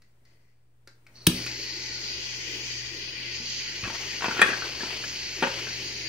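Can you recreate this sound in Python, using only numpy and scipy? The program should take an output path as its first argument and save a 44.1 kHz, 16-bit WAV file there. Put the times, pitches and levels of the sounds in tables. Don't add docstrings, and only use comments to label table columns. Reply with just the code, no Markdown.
import sys
import numpy as np
from scipy import signal
from scipy.fft import rfft, irfft, next_fast_len
from scipy.io import wavfile
from scipy.ndimage import uniform_filter1d

SR = 44100
rng = np.random.default_rng(int(sys.argv[2]) if len(sys.argv) > 2 else 0)


def gain_from_db(level_db):
    decades = np.asarray(level_db, float) / 20
    return 10 ** decades


def wav_record(signal):
    frames = np.transpose(np.atleast_2d(signal))
    bounded = np.clip(frames, -1, 1)
    quanta = np.round(bounded * 32767).astype(np.int16)
    wavfile.write(sys.argv[1], SR, quanta)


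N = 268172


def shaped(x, hz, db):
    n = next_fast_len(x.shape[-1], True)
    f = np.fft.rfftfreq(n, 1 / SR)
    gain = gain_from_db(np.interp(np.log(f + 1), np.log(hz), db))
    return irfft(rfft(x, n) * gain, n)[..., :x.shape[-1]]


def unit(x):
    return x / np.sqrt(np.mean(x ** 2))


def curve(s, v):
    return np.interp(np.arange(N) / SR, s, v)


def walk(rate):
    k = int(SR / rate)
    steps = np.repeat(rng.standard_normal(N // k + 1), k)
    return 1.75 * uniform_filter1d(uniform_filter1d(steps, k), k)[:N]


def swell(rows, rise_db_s, fall_db_s):
    t = np.arange(N) / SR
    power = 0
    for s, db, hold in rows:
        rise = rise_db_s * np.maximum(s - t, 0)
        fall = fall_db_s * np.maximum(t - s - hold, 0)
        power = power + gain_from_db(2 * (db - rise - fall))
    return np.sqrt(power)


def echoes(t60, wet_db, start, top_hz):
    t = np.arange(SR // 2) / SR
    mid, side = rng.standard_normal((2, len(t))) * (t > start) * gain_from_db(-60 * t / t60)
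    side = signal.sosfilt(signal.butter(3, 800, "high", fs=SR, output="sos"), side)
    dull = signal.butter(1, top_hz, fs=SR, output="sos")
    tail = signal.sosfilt(dull, np.array([mid + side, mid - side]))
    return tail / np.sqrt(np.mean(np.sum(tail ** 2, axis=1))) * gain_from_db(wet_db)


def reflect(x, near_db, far_db):
    near = echoes(t60=0.047, wet_db=near_db, start=0.0018, top_hz=11550)
    far = echoes(t60=0.34, wet_db=far_db, start=0.00795, top_hz=9000)
    return signal.fftconvolve(x.mean(axis=0)[None], near + far, axes=1)[:, :N]


def ring(modes, push):
    t = np.arange(SR // 5) / SR
    body = 0
    for hz, db, t60 in modes:
        body = body + gain_from_db(db - 60 * t / max(t60, .002)) * np.sin(2 * np.pi * hz * t)
    y = signal.fftconvolve(body, push)[:len(t)]
    return y / np.abs(y).max()


def crack(colour, noise, decay_s, hz, bump_db):
    t = np.arange(len(noise)) / SR
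    f = np.fft.rfftfreq(2 * len(t), 1 / SR)
    z = rfft(np.r_[0 * t[:88], noise * np.exp(-t / decay_s), 0 * t[88:]])
    even = np.sqrt(uniform_filter1d(np.abs(z) ** 2, size=len(t) // 40))
    bump = gain_from_db(bump_db * np.exp(-(np.log((f + 1) / hz) / 0.12) ** 2))
    burst = irfft(z / even * bump)
    y = shaped(burst, *np.transpose(colour))[66:len(t)]
    return y / np.abs(y).max()


def place(out, s, sound, db, pan_db, lag=2):
    for ch, i in enumerate((int(s * SR) + lag, int(s * SR))):
        out[ch, i:i + len(sound)] += (sound * gain_from_db(db + pan_db * (.5 - ch)))[:N - i]


def blows(table, pan_db, modes, body_db, push_s, t60, colour, crack_db, crack_s, top, top_db, top_s):
    out, t = np.zeros((2, N)), np.arange(SR // 20) / SR
    chance = rng.standard_normal((len(table), 3, len(t)))
    soft = signal.butter(2, (250, 2600), "band", fs=SR, output="sos")
    for (s, db, hz, bass_db, treble_db), (force, hiss, noise) in zip(table, chance):
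        push = signal.sosfilt(soft, force * np.exp(-t / push_s))
        body = [(f * (1 + 0.035 * z), g + body_db, d) for (f, g, d), z in zip(modes, hiss)]
        low = [(370, bass_db + 11.5, 1.18 * t60), (240, bass_db + 10, 0.82 * t60), (540, bass_db + 7.5, t60)]
        place(out, s, ring([(hz, 0, t60)] + low + body, push), db, pan_db)
        place(out, s, crack(colour, noise, crack_s, hz, 7.6), db + crack_db, pan_db)
        place(out, s, crack(top, hiss, top_s, hz, 0), db + treble_db + top_db, 0, lag=1)
    return out


# (time [s], level [dB])
RECORDER_GAIN = [(0, -21.5), (.35, -20), (.55, -24), (.8, -19), (1.05, -17), (1.25, -8), (1.4, 7),
                 (1.6, -3), (6.08, -3.5)]
# (frequency [Hz], level [dB per Hz])
ROOM_COLOUR = [(18, -32), (35, -16), (60, -4.5), (78, -2), (100, -18), (140, -9.5), (250, -11.5),
               (360, -11.5), (650, -18.5), (2000, -27), (7000, -35.5), (9000, -31.5), (12000, -40),
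               (15500, -36)]
# (frequency [Hz], level [dB])
FRIDGE_HUM = [(59.6, -60), (119.9, -50.5)]


def room():
    mid, side = shaped(rng.standard_normal((2, N)), *np.transpose(ROOM_COLOUR))
    side = shaped(side, [200, 900], [-20, 0])
    air = unit(mid + side * np.array([[1.1], [-.9]])) * gain_from_db(-48.5 + 1.2 * walk(3.235))
    t = np.arange(N) / SR
    hum = 0
    for hz, db in FRIDGE_HUM:
        hum = hum + np.sqrt(2) * gain_from_db(db + 1.2 * walk(6)) * np.sin(2 * np.pi * hz * t)
    hum = hum * gain_from_db(np.array([[1.2], [-1.2]]))
    low = shaped(air, [110, 170], [0, -40])
    gain_db = curve(*np.transpose(RECORDER_GAIN))
    bass_share = 0.8
    return (air - low) * gain_from_db(gain_db) + (low + hum) * gain_from_db(bass_share * gain_db)


# (time [s], peak level [dB], ring [Hz], bass [dB], treble [dB])
CATCH_TICKS = [
    (0.0199, -58.5, 2000, -22, 5.5),
    (0.2513, -66, 2020, -27, 8),
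    (0.8738, -45, 1540, -13.5, 7),
    (1.066, -48, 2340, -41, -6),
    (1.085, -60, 576, -27, -30),
    (1.172, -62, 3000, -39, -19),
    (1.463, -30, 2510, -33, 0),
]
# (frequency [Hz], level [dB])
TICK_CRACK = [(800, -11.5), (1300, -2), (2500, -1), (3200, -21), (9000, -31)]
# (frequency [Hz], level [dB])
TICK_EDGE = [(2900, -23), (3600, -5), (4400, 4), (6200, -5), (8000, -13), (14000, -15)]


def catch_ticks():
    return blows(CATCH_TICKS, pan_db=5, modes=BOX_MODES[1:], body_db=-13.5, push_s=0.0022, t60=0.029,
                 colour=TICK_CRACK, crack_db=2.1, crack_s=0.0085, top=TICK_EDGE, top_db=2.2, top_s=0.0051)


# (time [s], hiss level [dB], cupping towards the upper note [dB], turn left minus right [dB])
HAND_MOVES = [(1.42, -1.5, 3.5, 2), (2.02, 0, 5, 0.5), (2.3, 0, 1, 0.5), (2.55, .5, -0.5, 2),
              (2.72, 1, 1, 0), (2.87, -2.5, 1, 3), (3.05, -1, -1.5, 2), (3.45, -1, 0.5, 0.5),
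              (3.62, 1, 1, -3.5), (3.88, 0, 0, 2), (4.25, 0.5, 0, -0.5), (4.6, 0.5, 0, -1),
              (4.85, 1, 0.5, 2.5), (5.25, 0, 0, -1.5), (5.55, 1.5, -0.5, 0), (5.8, 0.5, -2, 0.5),
              (6.08, 0, 0.5, -2)]


def hands():
    s, *columns = np.transpose(HAND_MOVES)
    return [curve(s, column) for column in columns]


# (frequency [Hz], left level [dB per Hz], right level [dB per Hz])
JET_COLOUR = [(423, 3, -31), (700, -68, -54), (854, 7, 6.5), (1120, -4, -30.5), (1486, -11.5, 1.5),
              (2000, 2.5, -16.5), (2500, 3.5, -3), (3100, 1.5, 0), (3490, -5.5, -9), (3840, -12.5, -6),
              (4584, 3, 1), (4790, -2, -2.5), (5930, -3.5, -8.5), (6660, -12, -5), (7610, -17.5, -26),
              (7920, -29, -31.5)]
PART_EDGES = (1583, 2280, 3740, 5160)
# (burning [dB], unlit [dB], share of cupping, share of turn, opening [dB per s])
JET_PARTS = [
    (-59, -80, 0.38, 0, 400),
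    (-45.5, -70, -0.045, 0.64, 600),
    (-41, -72, -0.75, 0.11, 600),
    (-39, -54, 0.63, 1, 1500),
    (-42.5, -60, .3, .4, 500),
]
# (time [s], level [dB], length [s])
FINGER_SLIDES = [
    (.02, -76, 0),
    (.26, -72.5, 0.046),
    (.4, -82, 0.11),
]
FINGER_COLOUR = (-17, 0, -6, -1.5, -6)
# (frequency [Hz], level [dB])
COLD_GAS_COLOUR = [(2900, 0), (3300, -14), (3800, 3), (4300, 5), (5000, -7), (5800, 3), (6400, -3),
                   (7000, -20)]
CATCH_S = 1.36


def jet():
    gas = rng.standard_normal(N) * gain_from_db(0.94 * walk(300))
    heard = np.array([np.roll(gas, 2), gas])
    for _ in range(3):
        path = echoes(t60=.2, wet_db=-8, start=.002, top_hz=9000)
        heard = heard + signal.fftconvolve(gas[None], path, axes=1)[:, :N] * gain_from_db(5.1 * walk(1.228))
    hz, left, right = np.transpose(JET_COLOUR)
    heard = np.array([shaped(heard[0], hz, left), shaped(heard[1], hz, right)])

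    n = next_fast_len(N, True)
    spectrum, f = rfft(heard, n), np.fft.rfftfreq(n, 1 / SR)
    below = [1 / (1 + np.exp(np.minimum((f - edge) / 150, 50))) for edge in PART_EDGES]
    below = [0 * f] + below + [0 * f + 1]
    level_db, cup_db, turn_db = hands()
    lit = swell([(CATCH_S, 0, N / SR)], 219, 0) * (np.arange(N) > IGNITER_SNAPS[0][0] * SR)
    slides = swell(FINGER_SLIDES, 900, 70)
    burning, cold = 0, 0
    for k, (lit_db, unlit_db, cup, turn, open_db_s) in enumerate(JET_PARTS):
        band = irfft(spectrum * (below[k + 1] - below[k]), n)[:, :N]
        band = band / np.sqrt(uniform_filter1d(np.mean(band ** 2, axis=0), size=SR // 4))
        gain = lit * gain_from_db(lit_db + level_db + cup * cup_db) + slides * gain_from_db(FINGER_COLOUR[k])
        cold = cold + band * swell([(1.158, unlit_db, .11)], open_db_s, 300)
        burning = burning + band * gain * gain_from_db(1.16 * walk(9) + turn * np.array([turn_db, -turn_db]) / 2)
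    return burning + shaped(cold, *np.transpose(COLD_GAS_COLOUR))


# (time [s], level [dB], length [s])
HANDLING = [
    (.25, -91, .35),
    (1.17, -67, 0.055),
    (3.85, -46, .15),
    (4.25, -40.5, 0.038),
    (4.42, -34.5, 0.013),
    (4.5, -54, 0.14),
    (4.62, -46.5, 0.14),
    (4.82, -43, 0.051),
    (5.43, -45, 0.13),
]


def rustle():
    grains = rng.standard_normal((2, N)) * gain_from_db(2.8 * walk(150) * (np.arange(N) > 1.3 * SR))
    grains[1] = .7 * grains[0] + .7 * shaped(grains[1], [300, 900], [-18, 0])
    colour = shaped(grains, [150, 350, 900, 1700, 2600, 5000, 12000], [-40, 2, -4.0, -6.5, -4, -12, -30])
    return unit(colour) * swell(HANDLING, 200, 73) * gain_from_db(2.0 + np.array([[1.5], [-1.5]]))


# (time [s], level [dB])
IGNITER_SNAPS = [
    (1.2676, -2.5),
    (1.2690, 0),
    (1.2717, 3),
    (1.2776, -26),
    (1.282, -29.5),
]
# (frequency [Hz], level [dB])
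SNAP_CRACK = [(500, -19), (1800, -11.5), (2900, -3), (4500, -7.5), (6000, -7), (7200, -17), (8800, -6.5),
              (10200, -9.5), (12000, -9), (13700, -10.5), (15500, -8)]


def ignition():
    out = np.zeros((2, N))
    for (s, db), noise in zip(IGNITER_SNAPS, rng.standard_normal((len(IGNITER_SNAPS), 1024))):
        place(out, s - .0005, crack(SNAP_CRACK, noise, 0.00197, 3000, 0.36), db, .3, lag=1)
    return out


# (time [s], level [dB], modes as (frequency [Hz], level [dB], t60 [s]))
LOW_THUMPS = [
    (1.2728, -5.5, [(65, -44, 0.087), (176, 11.5, 0.077), (249, -3.5, 0.29), (313, 9, 0.069)]),
    (3.832, -28.5, [(59.6, -10, 0.21), (105, -3, 0.13), (184, -10, .1)]),
    (3.4, -39.5, [(237, 1, 0.32), (300, -12, .1)]),
    (4.417, -26.5, [(199, -2, .12), (403, 1, .1)]),
]


def thumps():
    out = np.zeros((2, N))
    for s, db, modes in LOW_THUMPS:
        place(out, s, -ring(modes, np.hanning(40)), db, .8)
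    return out


def roar():
    noise = rng.standard_normal((2, N))
    mid, side = shaped(noise, [110, 157, 248, 339, 560, 710], [-15, -26, -7.5, 6.0, -7.5, -26.5])
    burst = swell([(1.3, -39, 0)], 2000, 180)
    steady = swell([(CATCH_S, -54, N / SR)], 590, 0) * gain_from_db(0.2 * hands()[0])
    return unit(mid + 0.05 * side * np.array([[1], [-1]])) * (burst + steady) * gain_from_db(2.5 * walk(11))


# (time [s], peak level [dB], ring [Hz], bass [dB])
SPOOL_LIFT = [(3.837, -24.5, 2530, -36), (3.851, -25.5, 1580, -14), (3.875, -28, 1080, -16),
              (3.9, -30, 910, -18), (4.208, -30, 1500, -27), (4.221, -19, 1010, -24),
              (4.243, -17, 995, -28), (4.258, -19.5, 1574, -37), (4.282, -21, 904, -19),
              (4.31, -26, 1510, -36), (4.366, -26.5, 1469, -26), (4.379, -23, 2170, -29),
              (4.393, -13.5, 1750, -19)]
# (time [s], peak level [dB], ring [Hz], bass [dB], treble [dB])
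BOX_KNOCKS = [(4.416, -2, 1820, -18.5, -21), (4.425, -11, 1750, -18, -38), (4.459, -22.5, 1130, -7, -36),
              (4.488, -22, 1680, -18, -36), (4.501, -23, 1730, -30, -33), (4.516, -26, 1750, -6, -33),
              (4.53, -21, 1630, -24, -41), (4.621, -26, 1520, -33, -45.5), (4.806, -29, 1710, -17, -31.5),
              (4.832, -26, 880, -7, -32), (4.87, -35, 1140, -24, -26), (5.038, -31.5, 1700, -31, -16.5),
              (5.424, -12, 865, -17, -36), (5.433, -15.5, 560, -22, -37), (5.438, -18.5, 1750, -10, -41),
              (5.47, -24, 910, -16, -42), (5.627, -35.5, 2500, -5, -26), (5.669, -32, 1580, -7, -30)]
# (frequency [Hz], level [dB], t60 [s])
BOX_MODES = [(864, -1.5, 0.015), (1578, -5, 0.11), (1750, -42, 0.12), (2558, 4, 0.033), (3123, 4, 0.025)]
# (frequency [Hz], level [dB])
KNOCK_CRACK = [(150, -41), (250, -9), (400, 3), (600, -7), (900, 1.5), (1700, 4.5), (3000, -9), (4000, -6),
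               (8700, -49), (14000, -31)]
# (frequency [Hz], level [dB])
KNOCK_EDGE = [(3500, -20), (6000, -3.5), (8700, 4), (11000, -3.5), (15000, -13)]


def plastic_knocks():
    hits = [row + (-48,) for row in SPOOL_LIFT] + BOX_KNOCKS
    return blows(hits, pan_db=2, modes=BOX_MODES, body_db=-5.5, push_s=0.0015, t60=0.041,
                 colour=KNOCK_CRACK, crack_db=-2.14, crack_s=0.0068, top=KNOCK_EDGE, top_db=8.8, top_s=0.0025)


# (frequency [Hz], left minus right [dB])
PORT_BALANCE = [(250, -1), (700, -2.5), (2000, 8), (4500, 0.5), (8200, -9), (11000, -0.5), (14500, 12.5)]


def scene():
    ticks, snap, lows, knocks = catch_ticks(), ignition(), thumps(), plastic_knocks()
    wet = reflect(snap, -11, -11) + reflect(ticks, -20, -6.5)
    wet = wet + reflect(knocks, -5.5, -8.0) + reflect(lows, -22.0, -12)
    diffuse = snap + wet + room() + rustle()
    hz, pan_db = np.transpose(PORT_BALANCE)
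    diffuse = np.array([shaped(diffuse[0], hz, pan_db / 2), shaped(diffuse[1], hz, -pan_db / 2)])
    return ticks + knocks + lows + diffuse + jet() + roar()


# (frequency [Hz], level [dB])
KEEP_LEVEL = [(6600, -30), (7000, -2), (7500, .4), (8600, .4), (9400, -.2), (10000, .4), (13000, .5),
              (14000, -.3), (16000, -.2)]


def thin_treble(x):
    f, _, z = signal.stft(x, SR, window="cosine", nperseg=2048, noverlap=1024)
    power = np.abs(z[:, :1024]) ** 2 + 1e-18
    bands = power.reshape(2, 256, 4, -1).sum(axis=(0, 2))
    bands_db = 10 * np.log10(uniform_filter1d(bands, size=3, axis=1))
    dip_db = bands_db - uniform_filter1d(np.median(bands_db, axis=1), size=7)[:, None]
    all_db = uniform_filter1d(dip_db, size=41, axis=0)
    needed_db = np.interp(f[2:1024:4], *np.transpose(KEEP_LEVEL), left=-99)[:, None]
    keep = uniform_filter1d(dip_db, size=2, axis=0) - .9 * all_db > needed_db
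    frame = power[:, 8:].sum(axis=(0, 1))
    quiet = frame < .02 * np.median(frame)
    z[:, :1024] *= np.repeat(keep | (all_db > 6) | quiet, 4, axis=0)
    return signal.istft(z, SR, window="cosine", nperseg=2048, noverlap=1024)[1][:, :N]


def top_cut(x):
    return signal.sosfilt(signal.butter(12, 16980, fs=SR, output="sos"), x)


def record(dry):
    dry = signal.sosfilt(signal.butter(4, 50, "high", fs=SR, output="sos"), dry)
    soft = shaped(.9 * np.tanh(dry / .9), [15720, 15900], [0, -60])
    mix = thin_treble(soft) - .0012
    return top_cut(mix)


dry = scene()
out = record(dry)
wav_record(out)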